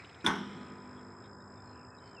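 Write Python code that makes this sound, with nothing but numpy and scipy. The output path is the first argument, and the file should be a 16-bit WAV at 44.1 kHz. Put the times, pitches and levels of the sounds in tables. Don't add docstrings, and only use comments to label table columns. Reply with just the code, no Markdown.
import sys
import numpy as np
from scipy import signal
from scipy.fft import rfft, irfft
from scipy.io import wavfile
from scipy.ndimage import uniform_filter1d

SR = 44100
rng = np.random.default_rng(int(sys.argv[2]) if len(sys.argv) > 2 else 0)


def bounce(signal):
    frames = np.transpose(np.atleast_2d(signal))
    limited = np.clip(frames, -1, 1)
    pcm = np.round(limited * 32767).astype(np.int16)
    wavfile.write(sys.argv[1], SR, pcm)


N = 97020
TIME = np.arange(N) / SR

# start_s, ring_gain_db, clatter_gain_db, tilt_db_per_octave, rise_s
BREAKER_BLOWS = [(.2440, -13.5, -2.5, -1, 0.0045), (0.2631, 3.5, 3, 1, 0.0005),
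                 (0.2721, -26.5, -5, -13.5, 0.0019), (0.2861, -7.5, 2, -6.5, 0.0013),
                 (0.303, -24, -5, -2, 0.0026), (0.329, -27, -7.5, -4, 0.0023), (0.3525, -18, -15, 0, .002),
                 (0.379, -28, -22, 1, 0.0031)]
# pitch_hz, gain_db, nominal_t60_s
FRAME_MODES = [(80, -47, .6), (180, -41, .6), (257, -43, .6), (331, -35, .45), (412, -40, .45),
               (850, -38, .33), (900, -34, .35), (1000, -37, .38), (1114, -35, .3), (1398, -39, .28),
               (1470, -34, .32), (1520, -34, .33), (1560, -38, .3), (1836, -39, .35), (2070, -43, .4),
               (2203, -47, .38), (3268, -39, .3), (3558, -39, .2), (6170, -44, .22)]
# frequency_hz, density_db
CLATTER_SPECTRUM = [(30, -25), (78, -13), (125, -29), (180, -22), (380, -9), (540, -21.5), (850, -7),
                    (1250, -4.5), (1500, -2), (1900, -7), (2900, -16), (3500, -8), (4400, -24.5),
                    (5500, -14), (6900, -25), (10000, -25), (11500, -39.5), (15500, -46.5)]
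# pitch_hz, level_db
THUD_MODES = [(185, -30.5), (245, -26.5), (328, -24.5), (1460, -31.5)]
# start_s, gain_db
PING_ARRIVALS = [(.2622, -3.5), (.2688, -13), (.2735, -27)]
# frequency_hz, density_db, t60_s
BOOM_SPECTRUM = [(30.9, -34, .5), (80, -21.5, 0.42), (128, -19, 1.3), (178, 1.5, 1.54), (276, -5.5, 1.5),
                 (420, -3.5, 0.66), (520, -16, .7), (960, 1.5, 0.36), (1420, -7.5, 0.74),
                 (2600, -16.5, 0.3), (3270, -14.5, 1.1), (4800, -33.5, .6), (5460, -18.5, 0.78),
                 (7000, -35, 0.21), (10000, -51.5, 0.84), (15500, -51.5, 0.3)]
# pitch_hz, settled_db, inrush_part_db
HUM_LINES = [(100, -68, -69), (200, -99, -47.5), (250, -64, -55), (300, -89, -62), (350, -85.5, -58),
             (400, -66.5, -61.5), (450, -77, -67), (950, -88, -75.5), (1000, -68.5, -57), (1200, -95, -66),
             (1250, -94, -59.5), (1500, -87, -71.5)]
# frequency_hz, line_level_db
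BUZZ_SPECTRUM = [(150, -57), (500, -68), (600, -72), (800, -66), (1400, -67), (2000, -73), (2600, -112),
                 (3500, -87), (4400, -98)]
# first_stroke_s, last_stroke_s
CRICKET_TRILLS = [(.004, .15), (.205, .332), (.35, .568), (.613, .758), (.786, .968), (.996, 1.141),
                  (1.169, 1.479), (1.505, 1.578), (1.605, 1.733), (1.759, 1.906), (1.951, 2.187)]
# frequency_hz, density_db
SCATTER_SPECTRUM = [(4500, -88), (4850, -15.5), (5020, 4), (5250, 2), (5450, -28), (5800, -46)]
# time_s, pitch_hz, level_db
WHISTLE_PATH = [(2.135, 3150, -85), (2.152, 3080, -63), (2.163, 2850, -69), (2.176, 2720, -55.5),
                (2.2, 2590, -50.5)]
# start_s, level_db
TICK_EVENTS = [(0.0442, -47.5), (0.094, -50.5), (0.1443, -53.5), (0.207, -50)]
# frequency_hz, density_db
TICK_SPECTRUM = [(1200, -13), (2000, -2), (3000, 9), (3700, 6.5), (4400, -2), (4900, -17.5), (9000, -24),
                 (11000, -60)]
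# start_s, length_s, pitch_hz, level_db, pitch_blur_ratio
FAINT_CHIRPS = [(0.952, 0.06, 3330, -66, 0.034), (1.228, 0.05, 3820, -66, 0.033),
                (1.231, .05, 3280, -71, 0.018), (1.40, 0.026, 3800, -71.5, 0.0095),
                (1.553, 0.068, 3630, -73.5, 0.02), (1.634, 0.14, 4200, -73, 0.022),
                (1.696, 0.2, 2490, -67, 0.088), (1.9, 0.077, 2570, -68, 0.02),
                (1.976, 0.025, 3870, -63.5, 0.021), (1.982, 0.18, 3080, -70.5, 0.013),
                (2.035, 0.085, 4500, -68.5, .05)]
# frequency_hz, density_db
INSECT_SPECTRUM = [(6200, -53), (6700, -8), (7100, -1), (7600, 6.5), (8200, -7), (8700, -22), (9600, -35)]
# frequency_hz, density_db
RUMBLE_SPECTRUM = [(20, -33), (45, -5.5), (65, -3.5), (90, 4.5), (130, 2), (190, -4.5), (400, -2.5),
                   (600, -7), (950, -5.5), (1500, -7.5), (1850, -13), (2100, -32), (2400, -43), (2900, -55),
                   (4400, -48), (6000, -52.5), (10000, -59), (15500, -59.5)]
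# frequency_hz, density_db
RUSTLE_SPECTRUM = [(1200, -15), (2000, 7), (2450, 6), (2900, -8), (3350, -5), (4000, -5), (4700, -18),
                   (6000, -17), (7000, -18.5), (9000, -18), (10000, -48)]
# time_s, level_db
RUSTLE_LEVELS = [(0, -60), (.15, -63), (.6, -59.5), (.8, -67.5), (.97, -67.5), (1.19, -76), (1.25, -68.5),
                 (1.36, -88), (1.46, -83.5), (1.53, -74), (1.75, -74.5), (1.9, -87), (2.08, -66.5),
                 (2.2, -77)]


def breaker(ring_db=-3, t60_scale=0.88, clatter_db=-29.5, thud_at_s=.2425):
    out = np.zeros(N)
    t = TIME[:SR]
    hz, mode_db, nominal_t60_s = np.array(FRAME_MODES).T[:, :, None]
    decays = amp(mode_db + ring_db) * fade(t, nominal_t60_s * t60_scale)
    for start_s, ring_gain_db, clatter_gain_db, tilt_db, rise_s in BREAKER_BLOWS:
        ring = (decays * np.sin(2 * np.pi * (hz * t + rng.random(hz.shape)))).sum(0)
        clatter = noise(CLATTER_SPECTRUM, tilt_db)[:SR] * fade(t, t60_s=.1)
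        blow = amp(ring_gain_db) * ring + amp(clatter_db + clatter_gain_db) * clatter
        add(out, start_s, blow * rise(t, rise_s))
    thud = sum(amp(db) * np.sin(2 * np.pi * pitch_hz * t) for pitch_hz, db in THUD_MODES)
    add(out, thud_at_s, thud * fade(t, t60_s=.11) * rise(t, rise_s=.0046))
    return low_cut(out, corner_hz=88)


def contacts(pitch_hz=3505, fall_ratio=.05, length_s=.0046, level_db=-13, overtone_db=-23):
    out = np.zeros(N)
    u = progress(length_s)
    phase = phase_of(pitch_hz * (1 - fall_ratio * (u - .5)))
    ping = np.sin(np.pi * u) * (np.sin(phase) + amp(overtone_db) * np.sin(2.96 * phase))
    for start_s, gain_db in PING_ARRIVALS:
        add(out, start_s, amp(level_db + gain_db) * ping)
    return out


def body_boom(start_s=.264, level_db=-30.5):
    hz, t, bands = signal.stft(noise(BOOM_SPECTRUM), SR, nperseg=1024, noverlap=768)
    t60_s = read(BOOM_SPECTRUM, hz, column=2)[:, None]
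    tail = signal.istft(bands * fade(t, t60_s), SR, nperseg=1024, noverlap=768)[1][:N]
    out = np.zeros(N)
    add(out, start_s, amp(level_db) * tail * rise(TIME, rise_s=.022))
    return out


def transformer(start_s=.28, mains_hz=50, inrush_s=.65, waver_db=2.2, wander_rad=.35):
    out = np.zeros(N)
    t = np.maximum(TIME - start_s, 0)
    inrush = np.exp(-t / inrush_s)
    for hz, settled_db, inrush_db in HUM_LINES:
        phase = 2 * np.pi * (hz * t + rng.random()) + wander_rad * drift(rate_hz=12)
        level = amp(settled_db) + amp(inrush_db) * inrush
        out += np.sin(phase) * level * amp(waver_db * drift(rate_hz=3.1))
    turn = np.linspace(0, 1, 1024)
    buzz = np.zeros_like(turn)
    for harmonic in range(3, 88):
        level = amp(read(BUZZ_SPECTRUM, harmonic * mains_hz))
        buzz += level * np.sin(2 * np.pi * (harmonic * turn + rng.random()))
    out += inrush * np.interp(mains_hz * t % 1, turn, buzz)
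    return np.sqrt(2) * out * rise(t, rise_s=.149)


def cricket(pitch_hz=5133, sweep_hz=260, stroke_s=.0095, spacing_s=.0182):
    level_db, growth_db_per_s, scatter_db = -57.5, 1.56, -73
    uneven_db, uneven_hz = 1.25, 25
    out = np.zeros(N)
    u = progress(stroke_s)
    for first_s, last_s in CRICKET_TRILLS:
        for centre_s in np.linspace(first_s, last_s, round((last_s - first_s) / spacing_s) + 1):
            loud, sharp = rng.standard_normal(2)
            hz = pitch_hz + uneven_hz * sharp + sweep_hz * (u - .5)
            gain = amp(level_db + growth_db_per_s * centre_s + uneven_db * loud)
            add(out, centre_s - stroke_s / 2, gain * np.sin(np.pi * u) ** 2 * np.sin(phase_of(hz)))
    return out + amp(scatter_db) * noise(SCATTER_SPECTRUM)


def bird():
    time_s, pitch_hz, level_db = np.transpose(WHISTLE_PATH)
    envelope = amp(np.interp(TIME, time_s, level_db)) * (TIME > time_s[0])
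    return envelope * np.sin(phase_of(np.interp(TIME, time_s, pitch_hz)))


def ticks():
    out = np.zeros(N)
    envelope = fade(TIME, t60_s=.04) * rise(TIME, rise_s=.0015)
    for start_s, level_db in TICK_EVENTS:
        add(out, start_s, amp(level_db) * noise(TICK_SPECTRUM) * envelope)
    return out


def faint_chirps(fall_ratio=.021):
    out = np.zeros(N)
    for start_s, length_s, pitch_hz, level_db, blur in FAINT_CHIRPS:
        u = progress(length_s)
        hz = pitch_hz * (1 - fall_ratio * (u - .5) + blur * drift(rate_hz=300)[:len(u)])
        add(out, start_s, amp(level_db) * np.sin(np.pi * u) * np.sin(phase_of(hz)))
    return out


def far_insects(level_db=-74, throb_hz=61.6, throb_depth=.2):
    throb = 1 + throb_depth * np.sin(2 * np.pi * throb_hz * TIME + drift(rate_hz=8))
    return amp(level_db) * unit(noise(INSECT_SPECTRUM) * throb)


def outdoors(rumble_db=-54):
    rustle_level = amp(np.interp(TIME, *np.transpose(RUSTLE_LEVELS)))
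    rustle = patchy(noise(RUSTLE_SPECTRUM), depth_db=2.4)
    rumble = patchy(noise(RUMBLE_SPECTRUM), depth_db=-.5)
    return amp(rumble_db) * rumble + rustle_level * rustle


def amp(db):
    return 10 ** (np.asarray(db) / 20)


def unit(x):
    return x / np.sqrt(np.mean(x ** 2) + 1e-20)


def read(points, hz, column=1):
    table = np.array(points, float)
    return np.interp(np.log(hz + 1), np.log(table[:, 0] + 1), table[:, column])


def add(mix, start_s, sound):
    start = round(start_s * SR)
    part = mix[max(start, 0):max(start + len(sound), 0)]
    part += sound[max(-start, 0):][:len(part)]


def rise(t, rise_s):
    return 1 - np.exp(-t / rise_s)


def fade(t, t60_s):
    return np.exp(-np.log(1000) * t / t60_s)


def progress(length_s):
    return np.arange(0, 1, 1 / (length_s * SR))


def phase_of(hz):
    return 2 * np.pi * np.cumsum(hz) / SR


def low_cut(x, corner_hz):
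    return signal.sosfilt(signal.butter(3, corner_hz, "high", fs=SR, output="sos"), x)


def noise(spectrum, tilt_db=0):
    hz = np.fft.rfftfreq(N, 1 / SR)
    bins = rfft(rng.standard_normal(N)) * amp(read(spectrum, hz))
    octaves = np.log2(np.clip(hz / 1000, .25, 4))
    return irfft(bins * amp(tilt_db * octaves), N) / irfft(bins, N).std()


def drift(rate_hz):
    hz = np.fft.rfftfreq(N, 1 / SR)
    lowpass = np.exp(-(hz / rate_hz) ** 2) * (hz > 0)
    return unit(irfft(rfft(rng.standard_normal(N)) * lowpass, N))


def patchy(x, depth_db):
    bands = signal.stft(x, nperseg=512, noverlap=384)[2]
    slow = uniform_filter1d(rng.standard_normal(bands.T.shape), size=16, axis=0)
    patches = unit(uniform_filter1d(slow, size=5, axis=1)).T
    return unit(signal.istft(bands * amp(depth_db * patches), nperseg=512, noverlap=384)[1][:N])


def scene():
    locomotive = breaker() + contacts() + body_boom() + transformer()
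    return (locomotive + outdoors() + cricket() + far_insects() + bird() + faint_chirps() + ticks())[None]


def record(dry):
    band_limit = signal.firwin(511, cutoff=15550, window=("kaiser", 9), fs=SR)
    return signal.oaconvolve(low_cut(dry, corner_hz=61), band_limit[None], "same")


dry = scene()
out = record(dry)
bounce(out)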